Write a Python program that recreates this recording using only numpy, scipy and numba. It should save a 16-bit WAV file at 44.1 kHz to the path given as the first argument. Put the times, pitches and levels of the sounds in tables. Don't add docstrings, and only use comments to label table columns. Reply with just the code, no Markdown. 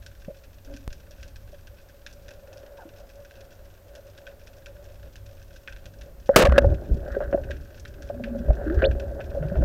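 import sys
import numpy as np
from scipy import signal
from scipy.fft import rfft, irfft, next_fast_len
from scipy.io import wavfile
from scipy.ndimage import uniform_filter1d
from numba import njit

SR = 44100
rng = np.random.default_rng(int(sys.argv[2]) if len(sys.argv) > 2 else 0)


def bounce(signal):
    frames = np.transpose(np.atleast_2d(signal))
    limited = np.clip(frames, -1, 1)
    pcm = np.round(limited * 32767).astype(np.int16)
    wavfile.write(sys.argv[1], SR, pcm)


N = 425124
TIME = np.arange(N) / SR
SHOT_S = 6.3605


def undb(db):
    return 10 ** (np.asarray(db) / 20)


def unit(x):
    return x / np.sqrt(np.mean(x ** 2))


def add(out, start_s, x):
    i = int(start_s * SR)
    out[i:i + len(x)] += x[:max(N - i, 0)]


def fade(t, t60):
    return np.exp(-np.log(1000) * t / t60)


def swells(rows):
    return sum(undb(db) * np.cos(np.pi * np.clip((TIME - crest_s) / length_s, -.5, .5)) ** 2
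               for crest_s, length_s, db in rows)


def walk(rate_hz, count=N):
    hold = int(SR / rate_hz)
    steps = np.repeat(rng.standard_normal(count // hold + 1), hold)
    return np.sqrt(2) * uniform_filter1d(uniform_filter1d(steps, hold), hold)[:count]


def grains(rate_hz, spread_db):
    sizes = undb(spread_db * np.minimum(rng.exponential(size=N), 4))
    return (rng.random(N) < rate_hz / SR) * sizes * rng.choice([-1, 1], N)


def cut(x, hz, kind="low", order=2):
    return signal.sosfilt(signal.butter(order, hz, kind, fs=SR, output="sos"), x)


def resonance(x, hz, width_hz):
    return signal.lfilter(*signal.iirpeak(hz, hz / width_hz, fs=SR), x)


def colour(x, curve):
    hz, db = np.transpose(curve)
    size = next_fast_len(len(x) + 4096, True) // 2 * 2
    grid_hz = np.maximum(np.arange(size // 2 + 1) * SR / size, 1)
    gain = undb(np.interp(np.log(grid_hz), np.log(hz), db))
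    cepstrum = irfft(np.log(gain))
    cepstrum[1:size // 2] *= 2
    cepstrum[size // 2 + 1:] = 0
    return irfft(rfft(x, size) * np.exp(rfft(cepstrum)))[:len(x)]


@njit
def follow(x, attack_s, release_s):
    out, level = np.empty(len(x)), 0.
    for i in range(len(x)):
        level += (x[i] - level) / (SR * (attack_s if x[i] > level else release_s))
        out[i] = level
    return out


# freq_hz, gain_db
HISS_EQ = [(100, 17), (400, 17), (800, 13), (1500, 9.5), (3000, 5), (6000, 3), (9000, 0), (15500, -1.5)]
def electronics(hiss_db=-61.5, whine_db=-67, whine_hz=13415.5, square_hz=41.3):
    hiss = unit(colour(rng.standard_normal(N), HISS_EQ))
    polarity = np.sign(np.sin(2 * np.pi * square_hz * TIME))
    whine = np.sin(2 * np.pi * whine_hz * TIME) * polarity
    return undb(hiss_db) * hiss + undb(whine_db) * whine


# freq_hz, gain_db
SNAP_EQ = [(500, -16), (1200, -11), (1550, 12), (2150, -6), (2600, 7.5), (2950, 0.5), (3350, 3),
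           (4400, -1.5), (5700, 3), (7200, -7.5), (8700, -16), (11000, -15), (16000, -31)]
def far_shrimp(dull_db=-66, bright_db=-69, smear_t60=0.056):
    out, smear = np.zeros(N), fade(TIME[:SR // 10], smear_t60)
    for db, hz, kind in ((dull_db, 2500, "low"), (bright_db, 3500, "high")):
        power = signal.fftconvolve(grains(rate_hz=24, spread_db=2.7) ** 2, smear ** 2)[:N]
        crackle = np.sqrt(np.abs(power)) * rng.standard_normal(N)
        out += undb(db) * unit(cut(colour(crackle, SNAP_EQ), hz, kind, order=1))
    return out


# start_s, level_db, treble_db
SHRIMP_SNAPS = [(0.0637, -38.5, -5.5), (0.2465, -45.5, -14), (0.7393, -43.5, -13), (0.7647, -44.5, -6),
                (0.928, -42, -5), (1.1096, -46, 1), (1.2293, -41.5, -12), (1.359, -45, -7),
                (1.6717, -45.5, -11), (2.0643, -34, -14), (2.282, -43, -11), (2.3072, -46.5, -8),
                (2.5293, -47.5, -5), (2.573, -46, -7), (3.249, -47, -11), (3.3099, -44.5, -14),
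                (3.9516, -46, -6), (4.1772, -46, -11), (4.2675, -40, -21), (4.472, -44.5, -9),
                (4.6601, -39, -13.5), (5.1567, -42.5, -10), (5.6755, -32.5, -31), (5.7244, -42, -18),
                (5.7635, -42.5, -17.5), (5.857, -40.5, -10), (6.012, -45, -10), (6.7437, -44, -18),
                (7.437, -42.5, -18), (7.5083, -31.5, -20.5), (7.7973, -46.5, 11), (7.8516, -35, -19.5),
                (8.022, -45.5, -7), (8.238, -33, -27), (8.9125, -35, -24), (8.998, -39, -17.5),
                (9.204, -36, -34)]
def shrimp(faint_count=14, burst_t60=0.014, echo_gain=0.69, tail_db=-14, tail_t60=0.19):
    out, t = np.zeros(N), TIME[:SR // 10]
    burst = fade(t, burst_t60)
    tail = undb(tail_db) * fade(t, tail_t60)
    faint_snaps = [(rng.uniform(0, N / SR), rng.normal(-50.5, 1.2), rng.normal(-4, 5))
                   for _ in range(faint_count)]
    for start_s, level_db, treble_db in SHRIMP_SNAPS + faint_snaps:
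        echo = echo_gain * np.interp(t - rng.uniform(.003, .008), t, burst, left=0)
        snap = colour(rng.standard_normal(len(t)) * (burst + echo + tail), SNAP_EQ)
        snap = colour(snap, [(2200, -7), (5500, treble_db)])
        loudest_rms = np.sqrt(uniform_filter1d(snap ** 2, size=32).max())
        add(out, start_s, undb(level_db) * snap / loudest_rms)
    return out


# pitch_hz, width_hz, gain_db
CASE_MODES = [(250, 36, -14), (422, 88, -10), (558.6, 30.6, 8.5), (620, 22, -26), (1115, 290, -21.5),
              (1460, 155, -9.5), (1650, 230, -27), (2640, 270, -14.5), (3300, 400, -37)]
def housing(force, damping=1):
    return sum(undb(db) * resonance(force, hz, width_hz * damping) for hz, width_hz, db in CASE_MODES)


# freq_hz, gain_db
RUMBLE_EQ = [(10, -4), (20, 5.5), (35, -4), (50, 1.5), (62, -0.5), (78, -6.5), (97, -0.5), (120, -19),
             (150, -15), (200, -23), (300, -24.5), (600, -36), (2000, -87)]
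# time_s, level_db
DRIFT_LEVELS = [(0.0, -46.5), (0.6, -47), (0.95, -43), (2.0, -47), (2.8, -47.5), (4.1, -50), (4.9, -44.5),
                (6.25, -42.5), (7.7, -47)]
# time_s, level_db
FLOW_LEVELS = [(0.0, -58.5), (2.05, -57), (2.4, -49.5), (2.8, -49), (3.3, -53), (4.9, -52), (5.5, -58),
               (6.25, -56.5)]
# crest_s, length_s, level_db
EDDY_SWELLS = [(0.71, 0.18, -38.5), (5.06, 0.1, -41.5), (5.858, 0.13, -41)]
def water(hum_top_hz=1000, drift_wander_db=1, flow_wander_db=2.3, eddy_hum_db=-11):
    rumble = unit(colour(rng.standard_normal(N), RUMBLE_EQ))
    hum = cut(housing(rng.standard_normal(N)), hum_top_hz)
    hum = unit(cut(hum, 170, "high", order=1))
    drift = undb(np.interp(TIME, *np.transpose(DRIFT_LEVELS)) + drift_wander_db * walk(7))
    flow = undb(np.interp(TIME, *np.transpose(FLOW_LEVELS)) + flow_wander_db * walk(18))
    eddies = swells(EDDY_SWELLS)
    return rumble * np.hypot(drift, eddies) + hum * np.hypot(flow, undb(eddy_hum_db) * eddies)


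def pop(start_s=.878, peak_db=-22, t60=0.19, swing_hz=19):
    out, t = np.zeros(N), TIME[:SR // 4]
    add(out, start_s, undb(peak_db) * np.cos(2 * np.pi * swing_hz * t) * fade(t, t60))
    return out


# time_s, level_db
EFFORT_LEVELS = [(6.29, -36), (7.1, -34.5), (7.56, -32.5), (7.74, -48), (8.0, -38), (8.25, -38),
                 (8.45, -32.5), (8.78, -28.5), (9.0, -33.5), (9.5, -33), (9.64, -28)]
def gun_motion(recoil_db=-21, hold_s=0.27, recoil_t60=0.45):
    times_s, levels_db = np.transpose(EFFORT_LEVELS)
    effort = undb(np.interp(TIME, times_s, levels_db)) * (TIME > times_s[0])
    recoil = undb(recoil_db) * fade(np.maximum(TIME - SHOT_S - hold_s, 0), recoil_t60) * (TIME > SHOT_S)
    return np.hypot(effort, recoil)


# freq_hz, gain_db
MOUNT_EQ = [(12, -20.5), (30, -4), (48, -0.5), (63, 2.5), (80, -5), (125, -13.5), (200, -21.5), (400, -22),
            (2000, -90.5)]
# crest_s, length_s, level_db
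ARM_SHOVES = [(6.53, 0.2, -18), (6.69, 0.22, -17), (6.935, 0.17, -19), (8.5, 0.12, -22), (8.9, 0.3, -25),
              (9.61, 0.16, -16.5)]
def mount_shake():
    rumble = unit(colour(rng.standard_normal(N), MOUNT_EQ))
    return rumble * np.hypot(gun_motion(), swells(ARM_SHOVES))


# start_s, length_s
HAND_GRIPS = [(6.3, 1.24), (8.08, 1.7)]
def grip_rub(top_hz=760, grip_hz=390, gain_db=-2, loose_db=-11, flicker_db=2, motion_power=1.144):
    held = sum(1. * (TIME > start_s) * (TIME < start_s + length_s) for start_s, length_s in HAND_GRIPS)
    held = uniform_filter1d(held, size=SR // 20)
    slips = grains(rate_hz=900, spread_db=3.5)
    ring = housing(slips) + undb(-5) * resonance(slips, grip_hz, width_hz=60)
    rub = unit(cut(ring, top_hz, order=3))
    ride_db = gain_db + loose_db * (1 - held) + flicker_db * walk(25)
    return rub * gun_motion() ** motion_power * undb(ride_db)


# freq_hz, gain_db
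RASP_EQ = [(400, -28), (900, -18), (1250, -2.5), (1550, 10.5), (1900, -2.5), (2200, -19.5), (2700, -20),
           (4000, -25), (8000, -54.5)]
# crest_s, rise_s, level_db
BARREL_DRAGS = [(6.35, 0.1, -36), (6.575, 0.36, -27), (7.15, 0.34, -40), (7.225, 0.03, -36.5),
                (8.7, 0.53, -43), (8.835, 0.3, -31), (9.44, 0.1, -46), (9.56, 0.15, -47)]
def scrape(contact_db=-25, release_t60=0.16, flicker_db=2):
    rasp = unit(colour(grains(rate_hz=550, spread_db=4), RASP_EQ))
    drags = np.zeros(N)
    for crest_s, rise_s, level_db in BARREL_DRAGS:
        rise = fade(np.maximum(crest_s - TIME, 0), rise_s)
        release = fade(np.maximum(TIME - crest_s, 0), release_t60)
        drags += undb(level_db) * rise * release
    return rasp * np.hypot(drags, undb(contact_db) * gun_motion()) * undb(flicker_db * walk(50))


# start_s, length_s, from_hz, to_hz, level_db
SQUEAKS_AND_GURGLE = [(0.654, 0.2, 294, 275, -50), (2.781, 0.067, 1006, 596, -50),
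                      (2.795, 0.046, 1700, 1335, -55), (2.85, 0.04, 324, 290, -48.5),
                      (8.119, 0.35, 238, 232, -35.5), (8.652, 0.15, 300, 411, -29),
                      (8.805, 0.085, 460, 404, -29), (8.836, 0.03, 2150, 4400, -31),
                      (9.37, 0.14, 170.5, 158, -31.5), (9.51, 0.056, 190, 214, -33)]
def squeaks_and_gurgle(flutter_db=3.5):
    out = np.zeros(N)
    for start_s, length_s, from_hz, to_hz, level_db in SQUEAKS_AND_GURGLE:
        count = int(length_s * SR)
        jitter = min(.04 + .5 * abs(np.log(to_hz / from_hz)), .12 if from_hz < 1500 else .05)
        pitch_hz = np.linspace(from_hz, to_hz, count) * (1 + jitter * walk(from_hz, count))
        tone = np.sin(2 * np.pi * np.cumsum(pitch_hz) / SR) * undb(flutter_db * walk(from_hz / 2, count))
        tone = cut(tone, max(from_hz, to_hz), order=10)
        add(out, start_s, undb(level_db) * unit(tone * signal.windows.tukey(count, .4)))
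    return out


# start_s, peak_db, pitch_hz, t60_s
MOUNT_THUMPS = [(0.278, -28.5, 182, 0.022), (6.435, 11.5, 42, 0.034), (6.475, 0, 64.3, 0.18),
                (6.579, -6.5, 250, 0.05), (6.658, -6, 67.9, 0.08), (6.709, -9, 59, 0.1),
                (6.904, -17, 58, 0.35), (7.166, -18, 406, 0.059), (7.325, -25, 260, 0.016),
                (7.344, -16, 362, 0.038), (8.486, -3.5, 48.5, 0.083), (8.765, -9.5, 59, 0.048),
                (8.873, -19, 63.3, 0.7), (9.564, -17, 61, 0.5)]
def thumps():
    out, t = np.zeros(N), TIME[:SR // 2]
    for start_s, peak_db, pitch_hz, t60_s in MOUNT_THUMPS:
        attack = np.minimum(t * pitch_hz, 1) ** 2
        swing = np.sin(2 * np.pi * pitch_hz * t) * attack * fade(t, t60_s)
        add(out, start_s, undb(peak_db) * swing / np.abs(swing).max())
    return out


# start_s, peak_db, contact_s, brightness_hz
GUN_KNOCKS = [(0.283, -29.5, 0.0084, 600), (1.529, -38, 0.004, 660), (6.292, -5.5, 0.0016, 1090),
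              (6.312, -21.5, 0.018, 800), (6.451, 13, 0.0046, 1400), (6.469, -3, 0.0016, 1300),
              (6.522, -6, 0.0015, 2400), (6.58, 7, 0.0028, 1900), (6.645, -10.5, 0.0016, 855),
              (7.078, -26.5, 0.0035, 788), (7.165, -17.5, 0.0018, 620), (7.205, -17.5, 0.0077, 1480),
              (7.328, -15.5, 0.0041, 1800), (7.344, -9.5, 0.0021, 740), (7.376, -23.5, 0.0024, 1410),
              (7.498, -27, 0.0019, 705), (8.099, -21, 0.0039, 1050), (8.146, -30, 0.0015, 900),
              (8.198, -28.5, 0.0038, 895), (8.274, -28, 0.0014, 900), (8.349, -24.5, 0.0025, 696),
              (8.485, -22, 0.002, 900), (8.504, -14, 0.0031, 884), (8.823, -16, 0.0025, 2900),
              (8.83, -10, 0.0035, 580), (8.849, -11, 0.0086, 680), (9.197, -25.5, 0.0031, 1500),
              (9.349, -23, 0.0042, 685), (9.37, -20.5, 0.003, 630), (9.427, -26.5, 0.0074, 2200),
              (9.517, -25, 0.0034, 890), (9.556, -22.5, 0.0028, 2130), (9.623, -19.5, 0.0018, 1590)]
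def knocks(barrel_hz=610, barrel_width_hz=130, chatter_gain=0.99, direct_db=-6, grip_damping=1.6):
    out, t = np.zeros(N), TIME[:SR // 4]
    impulse = t == 0
    for start_s, peak_db, contact_s, brightness_hz in GUN_KNOCKS:
        chatter = rng.standard_normal(len(t)) * t / contact_s * np.exp(-t / contact_s)
        force = cut(impulse + chatter_gain * chatter / np.linalg.norm(chatter), brightness_hz, order=4)
        barrel = resonance(force, barrel_hz, barrel_width_hz)
        ring = housing(barrel + undb(direct_db) * force, grip_damping)
        add(out, start_s, undb(peak_db) * ring / np.abs(ring).max())
    return out


# freq_hz, gain_db
SHOT_EQ = [(40, -4), (150, 4), (300, 1), (620, 4), (850, -6), (1100, -3), (1700, -8.5), (2600, -24),
           (8000, -45), (16000, -48.5)]
def shot(ring_hz=520, ring_db=31, ring_t60=0.153, crack_db=32, crack_t60=0.03,
         slide_db=23, slide_t60=0.17, slide_flutter_db=6.6):
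    out, t = np.zeros(N), TIME[:SR // 2]
    pitch_hz = ring_hz * (1 + .13 * walk(400, len(t)))
    ring = np.sin(2 * np.pi * np.cumsum(pitch_hz) / SR) * undb(ring_db) * fade(t, ring_t60)
    rattle = unit(colour(rng.standard_normal(len(t)), SHOT_EQ))
    crack = undb(crack_db) * fade(t, crack_t60)
    slide = undb(slide_db + slide_flutter_db * walk(164.2, len(t))) * fade(t, slide_t60)
    add(out, SHOT_S, ring + rattle * (crack + slide))
    return out


def scene():
    foreground = mount_shake() + grip_rub() + scrape() + knocks() + thumps() + shot()
    foreground += squeaks_and_gurgle()
    background = water() + shrimp() + far_shrimp() + pop() + electronics()
    return (foreground + background)[None]


def record(dry, rail=.56, droop_hz=12, attack_s=0.0031, release_s=0.01, lag_s=0.0071,
           duck_db=-9, top_hz=15850):
    oversampled = signal.resample_poly(dry[0], 4, 1)
    clipped = signal.resample_poly(np.clip(oversampled, -rail, rail), 1, 4)
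    drooped = cut(clipped, droop_hz, "high", order=1)
    overload = follow((clipped / rail) ** 4, attack_s, release_s)
    ducked = drooped * undb(duck_db * np.interp(TIME - lag_s, TIME, overload))
    steep_lowpass = signal.ellip(10, .2, 80, top_hz, fs=SR, output="sos")
    return signal.sosfilt(steep_lowpass, ducked)[None]


dry = scene()
out = record(dry)
bounce(out)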